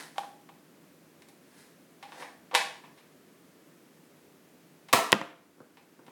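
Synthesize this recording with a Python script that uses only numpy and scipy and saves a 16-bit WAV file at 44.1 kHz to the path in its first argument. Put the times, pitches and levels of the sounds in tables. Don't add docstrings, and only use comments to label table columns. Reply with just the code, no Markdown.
import sys
import numpy as np
from scipy import signal
from scipy.fft import rfft, irfft
from scipy.io import wavfile

SR = 44100
rng = np.random.default_rng(int(sys.argv[2]) if len(sys.argv) > 2 else 0)


def to_wav(sig):
    pcm = np.clip(np.atleast_2d(sig), -1, 1) * 32767
    pcm = np.round(pcm).astype(np.int16)
    wavfile.write(sys.argv[1], SR, pcm.T)


N = 269451

# freq_hz, level_db
ROOM_TONE_SPECTRUM = [(20, -17), (40, -30), (69, -25), (88, -12), (118, -15), (160, 1.5), (199, -3),
                      (291, 0.5), (451, -6), (577, -8.5), (800, -15), (1860, -17), (3790, -23.5),
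                      (17000, -27.5)]
# peak_s, level_db, swell_s, release_s,
# tilt_db_per_octave
RUB_STROKES = [(.005, -43.5, 0.027, .13, .5), (.185, -53.5, 0.028, 0.16, 2),
               (1.60, -60.5, 0.2, 0.15, 1.5), (2.125, -65, 0.11, .2, -2), (2.21, -49.5, 0.12, .09, -1.5)]
# freq_hz, level_db
RASP_SPECTRUM = [(100, -15.5), (400, 0), (800, 1.5), (1300, -1.5), (1800, 4), (2600, -6.5), (4500, -6),
                 (7000, -10.5), (10000, -9.5), (16000, -26)]
# start_s, level_db, chatter_s, tilt_db_per_octave, hollow_db
SHELL_CLACKS = [(.157, -38, 0.011, -7, 22), (0.1813, -13.5, 0.0022, 0.5, 22), (0.2322, -26, 0.0056, -8, 8),
                (0.4882, -29.5, 0.0084, -4.5, 10), (1.2196, -29, 0.004, 3.5, -8),
                (1.285, -30, 0.0065, 8, 4), (2.0264, -22, 0.0058, 0.5, 10.5),
                (2.1208, -24.5, 0.0019, -3, 4), (2.223, -18.5, 0.0035, -4, -2),
                (2.5118, -24.5, 0.006, -5, 11.5), (2.532, -23, 0.0041, -15, 13),
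                (2.5416, -7.5, 0.0048, 2, 0), (2.5492, 7.5, 0.0025, 1.5, -11),
                (2.5544, -8.5, 0.0021, 5, -5), (2.835, -28.5, 0.02, -4.5, -13),
                (2.9714, -31, 0.021, 2, -21), (4.884, -24, 0.011, 1.5, -1.5), (4.928, 6.5, 0.0049, 3, -13),
                (5.7707, -29.5, .003, -1, 1.5), (6.065, -32, 0.0024, 3, 7), (6.0802, -32.5, .004, -7, 7)]
# freq_hz, level_db
CRACK_SPECTRUM = [(40, -35.5), (110, -35.5), (250, -6), (400, -14), (520, -4.5), (850, 3.5), (1450, 1),
                  (2200, 2.5), (3500, -0.5), (6000, -11.5), (10000, -16.5), (13500, -29), (17000, -33.5)]
# pitch_hz, level_db, t60_s
SHELL_MODES = [(519, -17, 0.051), (726, -16, 0.06), (1017, -9.5, 0.14), (1142, -7, .04), (1250, -13, 0.039),
               (1817, -11.5, .03), (2200, -8, 0.025), (2402, -10.5, .025), (2584, -14.5, .025),
               (2890, -18, 0.022), (4065, -24, 0.02), (4585, -25.5, .02)]
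# pitch_hz, level_db, t60_s
HOLLOW_MODES = [(816.2, 0.5, 0.077), (890, -12.5, .02), (1110, -15, .03), (1430, -14.5, 0.014),
                (3170, -16.5, 0.0055)]
# freq_hz, level_db
PUFF_SPECTRUM = [(40, -24.5), (90, -27), (160, -7), (500, -1), (780, 7.5), (1100, 11), (1500, -1.5),
                 (2100, 1.5), (4000, -6), (7000, -10), (11000, -15), (14000, -17), (17000, -19.5)]
# pitch_hz, level_db, t60_s
BARREL_MODES = [(158, -24, 0.09), (245, -16, .05), (307, -16, 0.05), (441.5, -12, .1), (528, -12.5, 0.07),
                (677, -8, 0.063), (728, -8, 0.071), (810, -8, 0.045), (957, -10.5, .03), (1060, -10.5, .04),
                (1210, -13.5, .04), (1324, -11, .05), (1880, -10.5, .02)]
# freq_hz, level_db
GRAZE_SPECTRUM = [(100, -21), (500, -2.5), (1000, -6), (1500, -2), (3500, 0.5), (5800, -2.5), (7100, 5),
                  (8500, -7.5), (10300, 0), (13000, -13), (17000, -14)]
# start_s, level_db, tilt_db_per_octave, thump_db, room_db
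DART_HITS = [(5.128, 17, 0, -17, -9), (5.1336, 2, -5, -1, 1.5), (5.1411, -9, 5, 4, -4.5),
             (5.1513, -8, -5.5, -1.5, -5.5), (5.2145, -6, -4, -8, 2)]
# freq_hz, level_db
SLAP_SPECTRUM = [(40, -32), (120, -25), (600, 2.5), (1500, 7.5), (3000, 1.5), (6000, -15.5), (10000, -22),
                 (17000, -31)]
# pitch_hz, level_db, t60_s
KNOCK_MODES = [(620, -14, .012), (1020, 2, 0.013), (1890, 0, 0.02), (2650, -5, 0.0092),
               (3100, -8.5, 0.0069), (4800, -11, 0.0045)]
# pitch_hz, level_db, t60_s
BOARD_MODES = [(182, -14.5, .05), (240, -3.5, 0.039), (310, -6, 0.094), (396, -6, .04), (495, -8, .03),
               (690, -10.5, 0.028)]
# start_s, level_db
FOOTFALLS = [(5.582, -31.5), (5.6033, -19.5), (5.9915, -25), (6.0798, -25.5)]
# freq_hz, level_db
FOOT_SPECTRUM = [(60, -26), (130, 8), (350, 9), (750, -2.5), (1500, -3), (2200, -27), (5000, -31),
                 (16000, -38)]
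# freq_hz, t60_s
KITCHEN_DECAY = [(120, 0.22), (400, 0.54), (1000, 0.49), (2800, 0.43), (7000, 0.43), (11000, 0.4),
                 (16000, 0.29)]
# delay_s, gain
KITCHEN_ECHOES = [(.0021, 0.078), (.0047, -0.43), (.0078, .22), (.0118, .25), (0.017, -0.092)]


def amp(db):
    return 10 ** (np.asarray(db) / 20)


def unit(x):
    return x / np.sqrt(np.sum(x ** 2) + 1e-20)


def curve_at(points, hz):
    points_hz, values = np.transpose(points)
    return np.interp(np.log(hz + 1), np.log(points_hz + 1), values)


def add(mix, start_s, sound):
    part = mix[max(round(start_s * SR), 0):][:len(sound)]
    part += sound[:len(part)]


def layered(*sounds):
    out = np.zeros(max(map(len, sounds)))
    for sound in sounds:
        add(out, 0, sound)
    return out


def click(spectrum, tilt=0, size=4096):
    hz = abs(np.fft.fftfreq(size, 1 / SR))
    octaves = np.log2(np.maximum(hz, 500) / 2000)
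    log_gain = np.log(amp(curve_at(spectrum, hz) + tilt * octaves))
    minimum_phase = np.exp(np.conj(signal.hilbert(log_gain)))
    return unit(np.fft.ifft(minimum_phase).real[:size // 2])


def ring(modes, tilt=0, size=16384):
    t, out = np.arange(size) / SR, np.zeros(size)
    for hz, db, t60_s in modes:
        mode = np.sin(2 * np.pi * hz * t) * amp(-60 * t / t60_s)
        out += amp(db + tilt * np.log2(hz / 2000)) * unit(mode)
    return out


def chatter(decay_s, rise_share=0.14, size=4096):
    age = np.arange(size) / SR / max(decay_s, 1 / SR)
    fade = np.exp(-age) * (1 - np.exp(-age / rise_share))
    spray = rng.standard_normal(size) * fade
    for _ in range(2):
        spectrum = rfft(spray)
        spray = irfft(spectrum / (abs(spectrum) + 1e-12)) * fade ** (1 / 3)
    return unit(spray)


def room_tone(level_db=-58.5):
    colour = amp(curve_at(ROOM_TONE_SPECTRUM, np.fft.rfftfreq(N, 1 / SR)))
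    noise = irfft(rfft(rng.standard_normal(N)) * colour, N)
    return amp(level_db) * np.sqrt(N) * unit(noise)


def plastic_rubs(slips_per_s=4000, spread_db=3.0, fade_db=20):
    slips = (rng.random(N) < slips_per_s / SR) * rng.choice([-1, 1], N)
    slips = slips * amp(spread_db * np.minimum(rng.exponential(1, N), 4))
    t, out = np.arange(N) / SR, np.zeros(N)
    for peak_s, db, swell_s, release_s, tilt in RUB_STROKES:
        rasp = unit(signal.oaconvolve(slips, click(RASP_SPECTRUM, tilt))[:N]) * np.sqrt(N)
        off_peak = np.maximum((peak_s - t) / swell_s, (t - peak_s) / release_s)
        out += rasp * amp(db - fade_db * off_peak)
    return out


def shell_clacks(crack_db=-2, plastic_db=-4, hollow_trim_db=-9, low_cut_hz=370, hollow_cut_hz=600):
    out = np.zeros(N)
    hollow_low_cut = signal.butter(2, hollow_cut_hz, "highpass", fs=SR)
    hollow = signal.lfilter(*hollow_low_cut, ring(HOLLOW_MODES))
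    for start_s, db, chatter_s, tilt, hollow_db in SHELL_CLACKS:
        crack = amp(crack_db) * click(CRACK_SPECTRUM, tilt)
        plastic = amp(plastic_db) * ring(SHELL_MODES, tilt)
        body = layered(crack, plastic, amp(hollow_trim_db + hollow_db) * hollow)
        add(out, start_s, amp(db) * signal.fftconvolve(chatter(chatter_s), body))
    return signal.lfilter(*signal.butter(2, low_cut_hz, "highpass", fs=SR), out)


def plunger_shot(fire_s=4.9275, slam_s=4.9345, rush_db=5, slam_db=7, barrel_db=8):
    out = np.zeros(N)
    rush = signal.fftconvolve(chatter(decay_s=0.012), click(PUFF_SPECTRUM, tilt=3))
    add(out, fire_s, amp(rush_db) * rush)
    pop = layered(amp(slam_db) * click(PUFF_SPECTRUM), amp(barrel_db) * ring(BARREL_MODES))
    add(out, slam_s, signal.fftconvolve(chatter(decay_s=0.0094), pop))
    return out


def dart_impact(graze_s=5.1201, graze_db=3, graze_room_db=-17, slap_db=-6, knock_db=-6, board_db=-4):
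    close, reverb_send = np.zeros((2, N))
    tick = amp(graze_db) * signal.fftconvolve(chatter(decay_s=0.0008), click(GRAZE_SPECTRUM))
    add(close, graze_s, tick)
    add(reverb_send, graze_s, amp(graze_room_db) * tick)
    for start_s, db, tilt, thump_db, room_db in DART_HITS:
        slap = signal.fftconvolve(chatter(decay_s=0.0005), click(SLAP_SPECTRUM, tilt))
        board = signal.fftconvolve(chatter(decay_s=0.004), ring(BOARD_MODES))
        hit = amp(db) * layered(amp(slap_db) * slap, amp(board_db + thump_db) * board)
        knock = amp(db + knock_db) * ring(KNOCK_MODES, tilt)
        add(close, start_s, layered(hit, knock))
        add(reverb_send, start_s, amp(room_db) * hit)
    return close + kitchen_reverb(reverb_send)


def dart_thud(start_hz=473, floor_hz=166, sag_s=0.016, length_s=0.046, level_db=-23.5, room_db=-12):
    t, out = np.arange(0, length_s, 1 / SR), np.zeros(N)
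    pitch_hz = floor_hz + (start_hz - floor_hz) * np.exp(-t / sag_s)
    swell = amp(level_db) * np.sin(np.pi * t / length_s)
    add(out, DART_HITS[0][0], swell * np.sin(2 * np.pi * np.cumsum(pitch_hz) / SR))
    return out + amp(room_db) * kitchen_reverb(out)


def footsteps(sole_s=0.0022):
    out = np.zeros(N)
    for start_s, db in FOOTFALLS:
        add(out, start_s, amp(db) * signal.fftconvolve(chatter(sole_s), click(FOOT_SPECTRUM)))
    return out


def kitchen_reverb(sound, tap_share=0.15, rise_s=0.00075, low_cut_hz=300):
    taps = rng.choice([-1., 1.], SR) * (rng.random(SR) < tap_share)
    taps *= 1 - np.exp(-np.arange(SR) / SR / rise_s)
    hz, t, bands = signal.stft(taps, SR, nperseg=256)
    decay = amp(-60 * t / curve_at(KITCHEN_DECAY, hz)[:, None])
    tail = signal.istft(bands * decay, SR, nperseg=256)[1]
    tail = signal.lfilter(*signal.butter(1, low_cut_hz, "highpass", fs=SR), tail)
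    return signal.fftconvolve(sound, unit(tail))[:N]


def across_kitchen(sound, wet_db, echo_db, start_m=0.86, far_m=2.76, back_m_per_s=0.93, radius_m=2.6):
    distance_m = np.minimum(start_m + back_m_per_s * np.arange(N) / SR, far_m)
    send = sound * distance_m / radius_m
    out = sound + amp(wet_db) * kitchen_reverb(send)
    for delay_s, gain in KITCHEN_ECHOES:
        add(out, delay_s, amp(echo_db) * gain * send)
    return out


def scene(low_cut_hz=125):
    handling = across_kitchen(shell_clacks() + plastic_rubs() + footsteps(), wet_db=0, echo_db=0.5)
    shot = across_kitchen(plunger_shot(), wet_db=1, echo_db=-2.5)
    action = handling + shot + dart_impact() + dart_thud()
    low_cut = signal.butter(4, low_cut_hz, "highpass", fs=SR, output="sos")
    return (signal.sosfilt(low_cut, action) + room_tone())[None]


def record(dry, threshold_db=-14, recovery_db_per_s=6.5, slope=0.51, low_cut_hz=75, high_cut_hz=17600):
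    smooth = np.ones(88) / 88
    level_db = 10 * np.log10(signal.lfilter(smooth, 1, dry[0] ** 2) + 1e-12)
    fall_db = np.arange(N) * recovery_db_per_s / SR
    held_db = np.maximum.accumulate(level_db + fall_db) - fall_db
    duck_db = signal.lfilter(smooth, 1, slope * np.maximum(held_db - threshold_db, 0))
    clipped = np.clip(dry * amp(-duck_db), -1, 1)
    thinned = signal.lfilter(*signal.butter(2, low_cut_hz, "highpass", fs=SR), clipped)
    high_cut = signal.firwin(511, high_cut_hz, window=("kaiser", 9), fs=SR)
    return signal.oaconvolve(thinned, high_cut[None], "same")


dry = scene()
out = record(dry)
to_wav(out)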